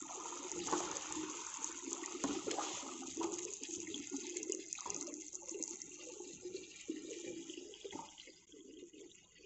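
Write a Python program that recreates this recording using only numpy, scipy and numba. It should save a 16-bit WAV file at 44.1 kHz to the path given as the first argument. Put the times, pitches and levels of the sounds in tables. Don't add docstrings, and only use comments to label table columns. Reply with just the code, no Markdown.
import sys
import numpy as np
from scipy import signal
from scipy.fft import rfft, irfft
from scipy.io import wavfile
from scipy.ndimage import uniform_filter1d
from numba import njit

SR = 44100
rng = np.random.default_rng(int(sys.argv[2]) if len(sys.argv) > 2 else 0)


def dump(signal):
    limited = np.clip(np.atleast_2d(signal).T, -1, 1)
    pcm = np.round(limited * 32767).astype(np.int16)
    wavfile.write(sys.argv[1], SR, pcm)


N = 416833
TIME = np.arange(N) / SR

# time in seconds, spatter level and fizz level in relative dB.
STREAM_LEVELS = [(0, -51, -60), (.4, -51, -56), (.9, -51, -54), (1.6, -50.5, -58), (2.15, -53, -56.5),
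                 (3.1, -52, -59.5), (3.9, -53.5, -57), (4.5, -55.5, -58), (4.85, -53, -55.5),
                 (5.25, -55, -60.5), (5.65, -53, -61.5), (6.35, -55.5, -61.5), (6.65, -57, -56),
                 (7.2, -59, -60.5), (7.8, -56.5, -57.5), (8.2, -59, -61), (8.55, -61.5, -66.5),
                 (9.45, -60.5, -61.5)]
# start and length in seconds, level in relative dB, nominal bubble pitch in Hz.
GURGLE_SPELLS = [(0.134, 0.23, -58.5, 356), (0.394, 0.07, -51, 355), (0.505, 0.27, -51.5, 351),
                 (0.69, 0.26, -52, 359.5), (1.043, 0.37, -58, 346), (1.579, 0.2, -59.5, 360),
                 (1.82, 0.13, -53, 323), (1.966, 0.43, -55, 335), (2.244, 0.13, -43.5, 316.7),
                 (2.46, 0.084, -46.5, 381.3), (2.57, 0.16, -53, 362), (2.82, 0.27, -54.5, 309.5),
                 (3.16, 0.19, -47, 363.3), (3.367, 0.14, -53, 394), (3.606, 0.025, -52.5, 345.5),
                 (3.679, 0.33, -52, 331.6), (4.107, 0.082, -49.5, 321), (4.213, 0.39, -53, 366.7),
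                 (4.858, 0.34, -54, 340), (5.328, 0.12, -64, 416), (5.47, 0.16, -52.5, 392.4),
                 (5.701, 0.033, -51.5, 282), (5.825, 0.28, -62.5, 384), (6.05, 0.257, -57.5, 355),
                 (6.414, 0.24, -61.5, 366), (6.878, 0.54, -55, 360.5), (7.482, 0.023, -49.5, 344),
                 (7.559, 0.16, -58.5, 339), (7.843, 0.016, -49.5, 368), (7.912, 0.076, -62.5, 332),
                 (8.268, 0.025, -58, 371), (8.49, 0.31, -61, 337.5), (8.799, 0.032, -56.5, 346.4),
                 (8.927, 0.14, -60, 353), (9.388, 0.096, -65.5, 363)]
# centre in Hz, width in Hz, gain in dB.
BUCKET_LOW_MODES = [(352.4, 37, -9), (508, 6.5, -22), (690, 11, -20), (870, 61, -15), (1015, 88, -20),
                    (1149, 10, -22), (1270, 65, -21.5), (1513, 420, -7.5)]
BUCKET_HIGH_MODES = [(2130, 280, -1.5), (2507, 270, -11.5), (2730, 800, -5.5), (3306, 750, -3.5),
                     (3640, 200, -5), (3920, 440, -10), (4610, 240, -3), (4910, 170, -7)]


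def undb(db):
    return 10 ** (np.asarray(db) / 20)


def curve(table, column=1):
    rows = np.array(table)
    return np.interp(TIME, rows[:, 0], rows[:, column])


def unit(x):
    return x / np.sqrt(np.mean(x ** 2))


def even(x, span_s):
    size = max(int(span_s * SR), 2)
    power = uniform_filter1d(uniform_filter1d(x ** 2, size), size)
    return x / np.sqrt(np.abs(power) + 1e-18)


def colour(x, points, size=4096):
    hz, db = np.transpose(points)
    grid = np.maximum(np.arange(size // 2 + 1) * SR / size, 1)
    gain = undb(np.interp(np.log(grid), np.log(hz), db))
    cepstrum = irfft(np.log(gain))
    cepstrum[1:size // 2] *= 2
    cepstrum[size // 2 + 1:] = 0
    impulse = irfft(np.exp(rfft(cepstrum)))
    return signal.oaconvolve(x, impulse)[:len(x)]


def add(out, s, sound):
    start = int(np.clip(s * SR, 0, N - 1))
    out[start:start + len(sound)] += sound[:N - start]


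def swells(rows, attack_s, sag_db_per_s, release_s):
    power = np.zeros(N)
    for s, length, db in rows:
        t = np.arange(int((abs(length) + 7 * release_s) * SR)) / SR
        shape = np.minimum(t / attack_s, 1) * np.exp(-np.maximum(t - length, 0) / release_s)
        add(power, s, (shape * undb(db - sag_db_per_s * t)) ** 2)
    return np.sqrt(power)


def burst(t60):
    t = np.arange(int(max(t60, .002) * SR)) / SR
    return rng.standard_normal(len(t)) * undb(-60 * t / t[-1])


def echoes(x, t60):
    tail = burst(t60)
    return signal.oaconvolve(x, tail / np.linalg.norm(tail))[:N]


@njit
def bandpass(x, hz, width):
    y, band, low = np.empty(len(x)), 0., 0.
    for i in range(len(x)):
        g, damping = np.tan(np.pi * hz[i] / SR), width / hz[i]
        v = (band + g * (x[i] + 1e-18 - low)) / (1 + g * (g + damping))
        band, low = 2 * v - band, low + 2 * g * v
        y[i] = damping * v
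    return y


def resonate(x, modes, drift=.018, drifts_per_s=3):
    knots = np.arange(0, TIME[-1] + 1, 1 / drifts_per_s)
    out = np.zeros(N)
    for hz, width, db in modes:
        detune = 1 + drift * np.interp(TIME, knots, rng.standard_normal(len(knots)))
        out += undb(db) * bandpass(x, hz * detune, float(width))
    return out


@njit
def ring(rows, glide, onset):
    out = np.zeros(N)
    for s, gain, hz, cycles in rows:
        start, length = max(int(s * SR), 0), cycles * SR / hz
        for i in range(min(int(length), N - start)):
            age = i / length
            turns = cycles * age * (1 + glide * age / 2)
            swell = 1 - np.exp(-(turns / onset) ** 2)
            out[start + i] += gain * swell * np.exp(-6.9 * age) * np.sin(2 * np.pi * turns)
    return out


def bubbles(count, hz, octaves, cycles, spread_db, glide, busy=1, onset=.9):
    when, pitch, rank, life, birth = rng.random((count, 5)).T
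    at = (when * N).astype(int)
    gain = undb(-spread_db * np.log(np.maximum(rank, 1 / 300)))
    bubble_hz = np.broadcast_to(hz, N)[at] * 2 ** (octaves * (pitch - .5))
    rows = np.column_stack([at / SR, gain, bubble_hz, cycles * (.5 + life)])
    formed = birth < np.broadcast_to(busy, N)[at]
    return ring(rows[formed], float(glide), float(onset))


def impacts(count, spread_db):
    when, rank, force = rng.random((count, 3)).T
    gain = (2 * force - 1) * undb(-spread_db * np.log(np.maximum(rank, 1 / 200)))
    return np.bincount((when * N).astype(int), gain, N)


def outdoor_air(level_db=-77):
    air_eq = [(20, 1.5), (60, 10.5), (200, -20.5), (600, -11), (1500, -0.5), (8000, -55)]
    return undb(level_db) * unit(colour(rng.standard_normal(N), air_eq))


def reflections(x, t60, spots):
    place = TIME / TIME[-1] * (spots - 1)
    fades = (np.sqrt(np.maximum(1 - np.abs(place - k), 0)) for k in range(spots))
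    return sum(echoes(x * fade, t60) for fade in fades)


def wall_echo(x):
    echo_send = [(0, -6), (5.5, -10.5), (6.8, -2), (9.4, -16)]
    wall_eq = [(200, 3.5), (3000, -1), (6500, -10)]
    return undb(curve(echo_send)) * colour(reflections(x, t60=.5, spots=6), wall_eq)


def scatter(x):
    wet_mix = [(3, 0), (5.2, .25), (6.2, .65), (9.4, .7)]
    wet = curve(wet_mix)
    return np.sqrt(1 - wet) * x + np.sqrt(wet) * reflections(x, t60=.06, spots=9)


def across_yard(x):
    far_mix = [(5.2, 0), (6.4, .45), (7.2, .5), (7.6, 1)]
    far_eq = [(150, -9.5), (350, 2), (1250, 6.5), (1700, -2.5), (2080, -1.5), (2330, -3), (2600, -1.5),
              (3300, -1), (3700, -2), (4000, -4.5), (4400, -3), (4800, -3.5), (5400, 1), (6200, -3.5)]
    far = curve(far_mix)
    return (1 - far) * x + far * colour(x, far_eq)


def thumps(rumble_db=-77):
    cues = [(.55, 0.39, -60), (1.1, 0.13, -61), (2.24, 0.073, -53.5), (2.44, 0.036, -59),
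            (2.73, 0.018, -61.5), (3.05, 0.39, -64), (3.76, 0.25, -63), (4.87, 0.096, -62),
            (5.83, 0.04, -69.5), (6.33, 0.03, -59.5), (6.49, 0.029, -64.5), (7.26, 0.042, -60.5),
            (7.93, 0.025, -57), (9.07, 0.096, -74)]
    heave_eq = [(15, -26), (45, -12), (90, -2.5), (140, 0), (200, 1.5), (300, -7), (450, -18), (1200, -42)]
    envelope = swells(cues, attack_s=.0027, sag_db_per_s=8, release_s=.045)
    return unit(colour(rng.standard_normal(N), heave_eq)) * np.hypot(envelope, undb(rumble_db))


def handle_squeak(start_s=4.03, length_s=.22, hz=1420, peak_db=-68):
    arch = np.sin(np.pi * np.clip((TIME - start_s) / length_s, 0, 1))
    return undb(peak_db) * arch * np.sin(2 * np.pi * hz * TIME)


def mug_knocks():
    hits = [(2.238, -33.5, 0.02), (2.508, -31, 0.026), (2.512, -26, 0.03)]
    mug_modes = [(1850, 300, -24), (2320, 370, -2.5), (3050, 610, 4), (4150, 110, 4), (5050, 560, 0)]
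    out = np.zeros(N)
    for s, db, t60 in hits:
        add(out, s, undb(db) * burst(t60))
    return resonate(out, mug_modes)


def slaps(trim_db=-9):
    hits = [(0.724, -32, 0.078), (0.734, -32, 0.053), (0.804, -31.5, 0.028), (2.239, -29.5, 0.047),
            (2.506, -48, 0.041), (3.215, -51, 0.91), (4.857, -44, 0.12)]
    slap_eq = [(50, -68), (150, 0.5), (320, 7.5), (600, 6), (950, 12.5), (1300, 4), (1700, -7),
               (3000, -11.5), (7000, -15.5)]
    out = np.zeros(N)
    for s, db, t60 in hits:
        add(out, s, undb(db + trim_db) * burst(t60))
    return 4 * colour(out, slap_eq)


def rim_rush():
    cues = [(.66, 0.32, -56), (1.0, 0.44, -56), (2.25, 0.12, -49.5), (2.6, 0.19, -47)]
    sheet_eq = [(900, -15), (1700, -12), (2600, -1.5), (3400, 3), (4500, -2.5), (5500, 2), (6500, 13.5),
                (7500, 9.5), (8200, -26)]
    swarm = bubbles(count=90000, hz=3800, octaves=2.3, cycles=12, spread_db=1.5, glide=.04)
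    return unit(colour(swarm, sheet_eq)) * swells(cues, attack_s=.029, sag_db_per_s=0, release_s=.035)


def patter():
    cues = [(8.17, .2, -59)]
    shower_modes = [(2100, 250, 0), (3300, 400, -2), (4150, 260, 2), (4720, 240, 5)]
    shower = bubbles(count=9000, hz=3300, octaves=1.4, cycles=16, spread_db=3, glide=.03)
    steady = even(resonate(shower, shower_modes), span_s=.05)
    return steady * swells(cues, attack_s=.018, sag_db_per_s=37, release_s=.13)


def pour(flow):
    pail_eq = [(400, -22), (660, -27), (780, -16.5), (880, 3.5), (1150, 2.5), (1400, 1), (1750, -8),
               (3000, -46.5)]
    swarm = bubbles(count=4500, hz=1200, octaves=1.4, cycles=28, spread_db=3.2, glide=.08)
    return even(colour(swarm, pail_eq), span_s=.055) * flow * undb(-2)


def slosh(stir):
    # frequency in Hz, gain in dB.
    slosh_eq = [(150, -36.5), (450, 13), (620, -10), (730, -5), (880, -1.5), (1150, -1.5), (1400, -2),
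                (1700, -14), (3000, -54)]
    rush_eq = [(300, -20), (700, -16.5), (900, 4.5), (1300, -5), (1700, -3.5), (2300, -14.5), (4000, -20),
               (8000, -31.5)]
    busy = np.clip(stir * undb(50), .35, 1)
    swarm = bubbles(count=3200, hz=870, octaves=1.3, cycles=42, spread_db=2.6, glide=.06,
                    busy=busy, onset=1.4)
    body = resonate(swarm, BUCKET_LOW_MODES[2:]) + undb(-21) * np.sqrt(busy) * swarm
    rush = undb(-8.5) * unit(colour(impacts(count=25000, spread_db=3), rush_eq))
    splashing = even(colour(body, slosh_eq), span_s=.031) + busy ** 3 * rush
    return splashing * stir * undb(-2.5)


def slugs(per_s, spread_db):
    step = int(SR / per_s)
    held = np.repeat(rng.standard_normal(N // step + 1), step)[:N]
    return uniform_filter1d(undb(spread_db * held), step // 2)


def stream_gain(column):
    # start and length in seconds, spatter level and fizz level in relative dB.
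    spurts = [(0.659, 0.2, -46.5, -69), (2.53, 0.13, -50, -70), (3.059, 0.02, -44.5, -63),
              (3.22, 0.025, -43.5, -53.5), (3.326, 0.019, -41.5, -69), (3.378, 0.015, -40, -43.5),
              (3.722, 0.04, -50, -55), (3.788, 0.045, -51.5, -59), (4.006, 0.066, -52.5, -63),
              (4.14, 0.17, -52, -72), (4.36, 0.011, -37.5, -40), (5.535, 0.019, -52, -56),
              (5.94, 0.2, -66, -56.5), (7.09, 0.21, -53, -57.5), (7.45, 0.093, -52.5, -82),
              (7.913, 0.093, -57, -83), (8.188, 0.03, -89, -61), (8.918, 0.025, -83, -62)]
    cues = [(row[0], row[1], row[1 + column]) for row in spurts]
    spurting = swells(cues, attack_s=.015, sag_db_per_s=13.5, release_s=.0017)
    return np.hypot(undb(curve(STREAM_LEVELS, column)), spurting)


def trickle(trim_db=-18.5):
    trickle_eq = [(400, -13.5), (560, -6), (720, -6), (920, -10), (1150, -9), (1350, -7), (1650, -12),
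                  (2000, -17)]
    swarm = bubbles(count=4500, hz=1000, octaves=2, cycles=30, spread_db=2.2, glide=.05, onset=1.8)
    body = resonate(swarm, BUCKET_LOW_MODES[2:]) + undb(-27) * swarm
    return even(colour(body, trickle_eq), span_s=.12) * undb(curve(STREAM_LEVELS) + trim_db)


def single_bubbles(plop_db=3, plink_db=2.5, plink_cycles=28):
    # start in seconds, level in relative dB, pitch in Hz and, for plops, ring in cycles.
    plops = [(0.018, -29, 288, 9.3), (0.093, -42, 668, 19), (0.108, -33, 747, 12.5),
             (0.173, -37.5, 372, 12.6), (0.206, -46.5, 1212, 80), (0.256, -36, 934, 30),
             (0.322, -40.5, 934, 47), (0.575, -39.5, 342, 51), (0.725, -28.5, 336.5, 30),
             (1.105, -42.5, 860, 54), (1.161, -37.5, 309, 73), (1.232, -36.5, 365.5, 34),
             (1.692, -42.5, 344, 30), (1.874, -24.5, 326, 9.2), (2.022, -33, 344, 20),
             (2.146, -31.5, 355, 20), (2.238, -30.5, 275.5, 39), (2.467, -30.5, 493, 15),
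             (2.477, -19.5, 384, 11), (2.515, -36, 470, 23), (2.562, -44, 763, 51), (2.583, -32.5, 815, 62),
             (2.86, -39, 853, 28), (2.89, -41, 1240, 36), (3.019, -46, 780, 51), (3.19, -30.5, 323, 39),
             (3.212, -31, 944, 30), (3.239, -33, 340, 21), (3.243, -38, 858, 69), (3.45, -44, 446, 30),
             (4.137, -34, 272, 21), (4.14, -45, 810, 25), (4.245, -52.5, 866, 70), (4.357, -33.5, 358, 23),
             (4.495, -23.5, 377, 12.5), (4.859, -33.5, 917, 41), (4.86, -42, 756, 16),
             (5.006, -43, 333, 13), (5.075, -47, 586, 66), (5.42, -53.5, 850, 70), (5.543, -36, 401, 34),
             (5.604, -21.5, 319, 6.9), (6.198, -38.5, 357, 31), (6.2, -51, 824, 35), (6.446, -42, 356, 74),
             (6.542, -36.5, 376, 40), (6.894, -22, 305, 11.2), (7.114, -42, 411, 38),
             (7.265, -52.5, 505, 75), (7.275, -39, 351, 30), (7.572, -33.5, 337, 15),
             (7.843, -38.5, 392, 10.7), (7.948, -29, 295, 11.3), (7.956, -45, 840, 25),
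             (7.989, -42, 912, 51), (8.021, -50, 858, 48), (8.14, -66, 774, 45), (8.828, -45.5, 337, 35)]
    plinks = [(2.0354, -37.5, 1980), (3.8701, -38, 2060), (3.9428, -31, 3260), (4.5278, -40.5, 2790),
              (4.752, -35.5, 2390), (4.778, -36.5, 3780), (5.544, -44.5, 2670), (5.917, -44.5, 2640),
              (6.0992, -46, 2630), (6.6399, -45.5, 3480), (6.715, -45, 2680), (6.795, -43, 2360),
              (6.812, -45.5, 3010), (6.968, -46, 2830), (7.1303, -43, 2600), (7.4973, -38, 3050),
              (7.5379, -37, 2900), (7.5743, -39, 2700), (7.7389, -38, 3010), (7.8128, -43, 3320),
              (7.8666, -42, 3570), (7.9075, -39.5, 3260), (7.9244, -40, 2030), (8.0869, -45, 3180),
              (8.1794, -44, 3040), (8.198, -37.5, 2940), (8.2739, -42, 2130), (8.522, -46.5, 3180),
              (8.6052, -49.5, 3230), (8.738, -49.5, 2990), (8.7713, -47, 3080), (8.9549, -50, 2580),
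              (9.012, -49.5, 3220), (9.04, -53, 2070), (9.115, -41.5, 3700), (9.15, -50, 2640),
              (9.2452, -46, 3660), (9.355, -51, 2710), (9.3799, -51, 2540)]
    big_rows = [(s, undb(db + plop_db), hz, max(cycles, 2)) for s, db, hz, cycles in plops]
    small_rows = [(s, undb(db + plink_db), hz, plink_cycles) for s, db, hz in plinks]
    big = ring(np.array(big_rows, float), glide=.12, onset=1.7)
    small = ring(np.array(small_rows, float), glide=.1, onset=2.2)
    body = undb(1) * resonate(echoes(small, t60=.035), BUCKET_HIGH_MODES)
    return big + small + body


def hard_drops(cycles=12, boost_db=17.8):
    hits = [(0.5154, -24, 6560), (.8039, -31, 6700), (0.913, -26.5, 6400), (0.968, -23, 6650),
            (1.123, -23.5, 7000), (1.466, -30.5, 6700), (1.643, -20, 6750), (1.9292, -21, 6760),
            (2.0589, -24, 6750), (2.2371, -22.5, 6730), (2.5119, -25.5, 6950), (3.17, -30.5, 6660),
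            (3.32, -31, 7060), (3.3385, -26.5, 6760), (3.3846, -29.5, 6450), (3.4499, -27, 6530),
            (3.5352, -26.5, 6770), (3.6343, -27, 6640), (3.749, -32, 6700), (3.7602, -31, 6500),
            (3.8016, -30, 6500), (4.1648, -29, 6500), (4.267, -31, 6500), (4.2958, -30, 6560),
            (4.4291, -25.5, 6540), (4.496, -32, 6860), (4.5206, -19, 6800), (4.5472, -26.5, 6600),
            (4.7272, -21, 6700), (4.806, -28, 6260), (4.9019, -22, 6330), (4.9441, -26, 6250),
            (4.9626, -26.5, 6500), (5.0103, -25, 6800), (5.0253, -29, 6300), (5.069, -31.5, 5900),
            (5.139, -29, 6430), (5.329, -34, 6600), (5.3528, -26, 6600), (5.493, -27, 6300),
            (5.625, -20.5, 6670), (5.6369, -23, 6400), (5.6768, -27, 6650), (5.7078, -29.5, 6460),
            (5.8164, -27, 6100)]
    rows = [(s + .0008, undb(db + boost_db), hz, cycles) for s, db, hz in hits]
    snap = ring(np.array(rows, float), glide=0., onset=3.)
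    return snap + undb(-9) * echoes(snap, t60=.018)


def fizz(stir):
    fizz_eq = [(1000, -48), (1700, 2.5), (2000, -9.5), (2300, -8), (2700, -5), (3300, -8.5), (4300, -4),
               (5500, -1), (8000, -53)]
    busy = np.clip(stir * undb(54), .5, 1)
    swarm = bubbles(count=28000, hz=3200, octaves=1.4, cycles=23, spread_db=2.5, glide=.03, busy=busy)
    body = sum(resonate(swarm * slugs(per_s=40, spread_db=3) ** (1.3 - busy), [mode])
               for mode in BUCKET_HIGH_MODES)
    direct = undb(-7) * busy ** 2 * swarm
    steady = even(colour(body + direct, fizz_eq), span_s=.05)
    flutter = slugs(per_s=42, spread_db=4.6) ** (1.2 - busy)
    return steady * flutter * stream_gain(column=2) * undb(-1.56)


def spatter():
    spray_mix = [(0, .16), (.8, .4), (1.6, .25), (2.1, .35), (2.35, .8), (2.9, .8), (3.3, .25), (4.6, .17),
                 (5.7, .14), (6.5, .55), (8.2, .75), (9.4, .4)]
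    # frequency in Hz, gain in dB.
    droplet_eq = [(1500, -53), (4400, -1.5), (5500, -6.5), (6500, 7.5), (7500, 2.5), (8200, -19)]
    spray_eq = [(1500, -58.5), (2100, -22.5), (3200, -8), (4400, -13), (5400, -11.5), (6100, -4.5),
                (6700, -2.5), (7500, -4), (8200, -16)]
    droplets = bubbles(count=12000, hz=6600, octaves=.5, cycles=18, spread_db=4, glide=.05, onset=1.3)
    lone = even(colour(droplets, droplet_eq), span_s=.06)
    fine = even(colour(impacts(count=60000, spread_db=3.3), spray_eq), span_s=.035)
    share = curve(spray_mix)
    blend = np.sqrt(1 - share) * lone + np.sqrt(share) * fine
    flutter = slugs(per_s=40, spread_db=3.2) ** (1 - .6 * share)
    return blend * flutter * stream_gain(column=1) * undb(1)


def gurgle(depth, floor_db=-77):
    gurgle_eq = [(60, -39.5), (190, 14), (270, 7), (450, -1), (620, 10.5), (900, 2.5), (1400, -11.5),
                 (1700, -32), (2500, -39)]
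    pitch = 1.04 * curve([(s + length / 2, hz) for s, length, _, hz in GURGLE_SPELLS])
    swarm = bubbles(count=900, hz=pitch, octaves=.75, cycles=42, spread_db=1.8, glide=.07, onset=1.8)
    body = resonate(swarm, BUCKET_LOW_MODES) + undb(-9) * swarm
    steady = even(colour(body, gurgle_eq), span_s=.03)
    return steady * (depth * undb(.5) + undb(floor_db))


def scene():
    # start in seconds, length in seconds, level in relative dB.
    splash_cues = [(0, 1, -57), (.08, 0.44, -53.5), (.665, 0.075, -45), (.82, .15, -48), (.722, 0.015, -54),
                   (1.91, 0.23, -52.5), (2.24, 0.16, -51), (2.47, 0.45, -50.5), (2.575, 0.018, -41),
                   (2.99, 0.047, -56), (3.2, 0.043, -50), (3.3, 0.029, -56.5), (3.4, 0.14, -68.5),
                   (4.78, 0.0037, -50.5), (4.865, 0.039, -54.5), (4.93, 0.12, -58), (5.33, 0.29, -67),
                   (5.67, 0.064, -62.5), (5.97, 0.14, -63.5), (7.912, 0.11, -53.5), (8.04, 0.12, -67.5),
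                   (9.0, 0.028, -63), (9.2, 0.073, -66.5)]
    pour_cues = [(.95, 0.7, -52.5)]
    gurgle_cues = [row[:3] for row in GURGLE_SPELLS]
    depth = swells(gurgle_cues, attack_s=.0099, sag_db_per_s=-7.5, release_s=.011)
    splashes = swells(splash_cues, attack_s=.0062, sag_db_per_s=4.5, release_s=.053)
    flow = swells(pour_cues, attack_s=.082, sag_db_per_s=-.5, release_s=.19)
    stir = np.hypot(splashes, depth * undb(-17.5))
    tap = spatter() + scatter(fizz(stir + flow) + trickle())
    tap += gurgle(depth) + hard_drops() + single_bubbles()
    direct = across_yard(tap) + scatter(slosh(stir)) + thumps()
    direct += pour(flow) + rim_rush() + patter() + slaps() + mug_knocks() + handle_squeak()
    return (direct + wall_echo(direct) + outdoor_air())[None]


def suppress(x, depth_db=-18, size=1024):
    thresholds = [(60, -97), (400, -84), (900, -83), (1700, -81), (3000, -83), (4500, -81.5), (7000, -86)]
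    hz, _, bins = signal.stft(x, SR, nperseg=size)
    power = uniform_filter1d(np.abs(bins) ** 2, size=3, axis=-1)
    power = uniform_filter1d(power, size=3, axis=-2)
    knee_hz, knee_db = np.transpose(thresholds)
    knee = undb(np.interp(hz, knee_hz, knee_db))[:, None] ** 2
    margin = np.abs(power / knee) ** 1.2
    gain = np.maximum(margin / (margin + 1), undb(depth_db))
    return signal.istft(bins * gain, SR, nperseg=size)[1][..., :N]


def record(dry, top_hz=7900):
    dip = np.interp(TIME, [8.452, 8.457, 8.466, 8.471], [1, .03, .03, 1])
    high_cut = signal.cheby1(14, .2, top_hz, fs=SR, output="sos")
    return signal.sosfilt(high_cut, suppress(dry) * dip)


dry = scene()
out = record(dry)
dump(out)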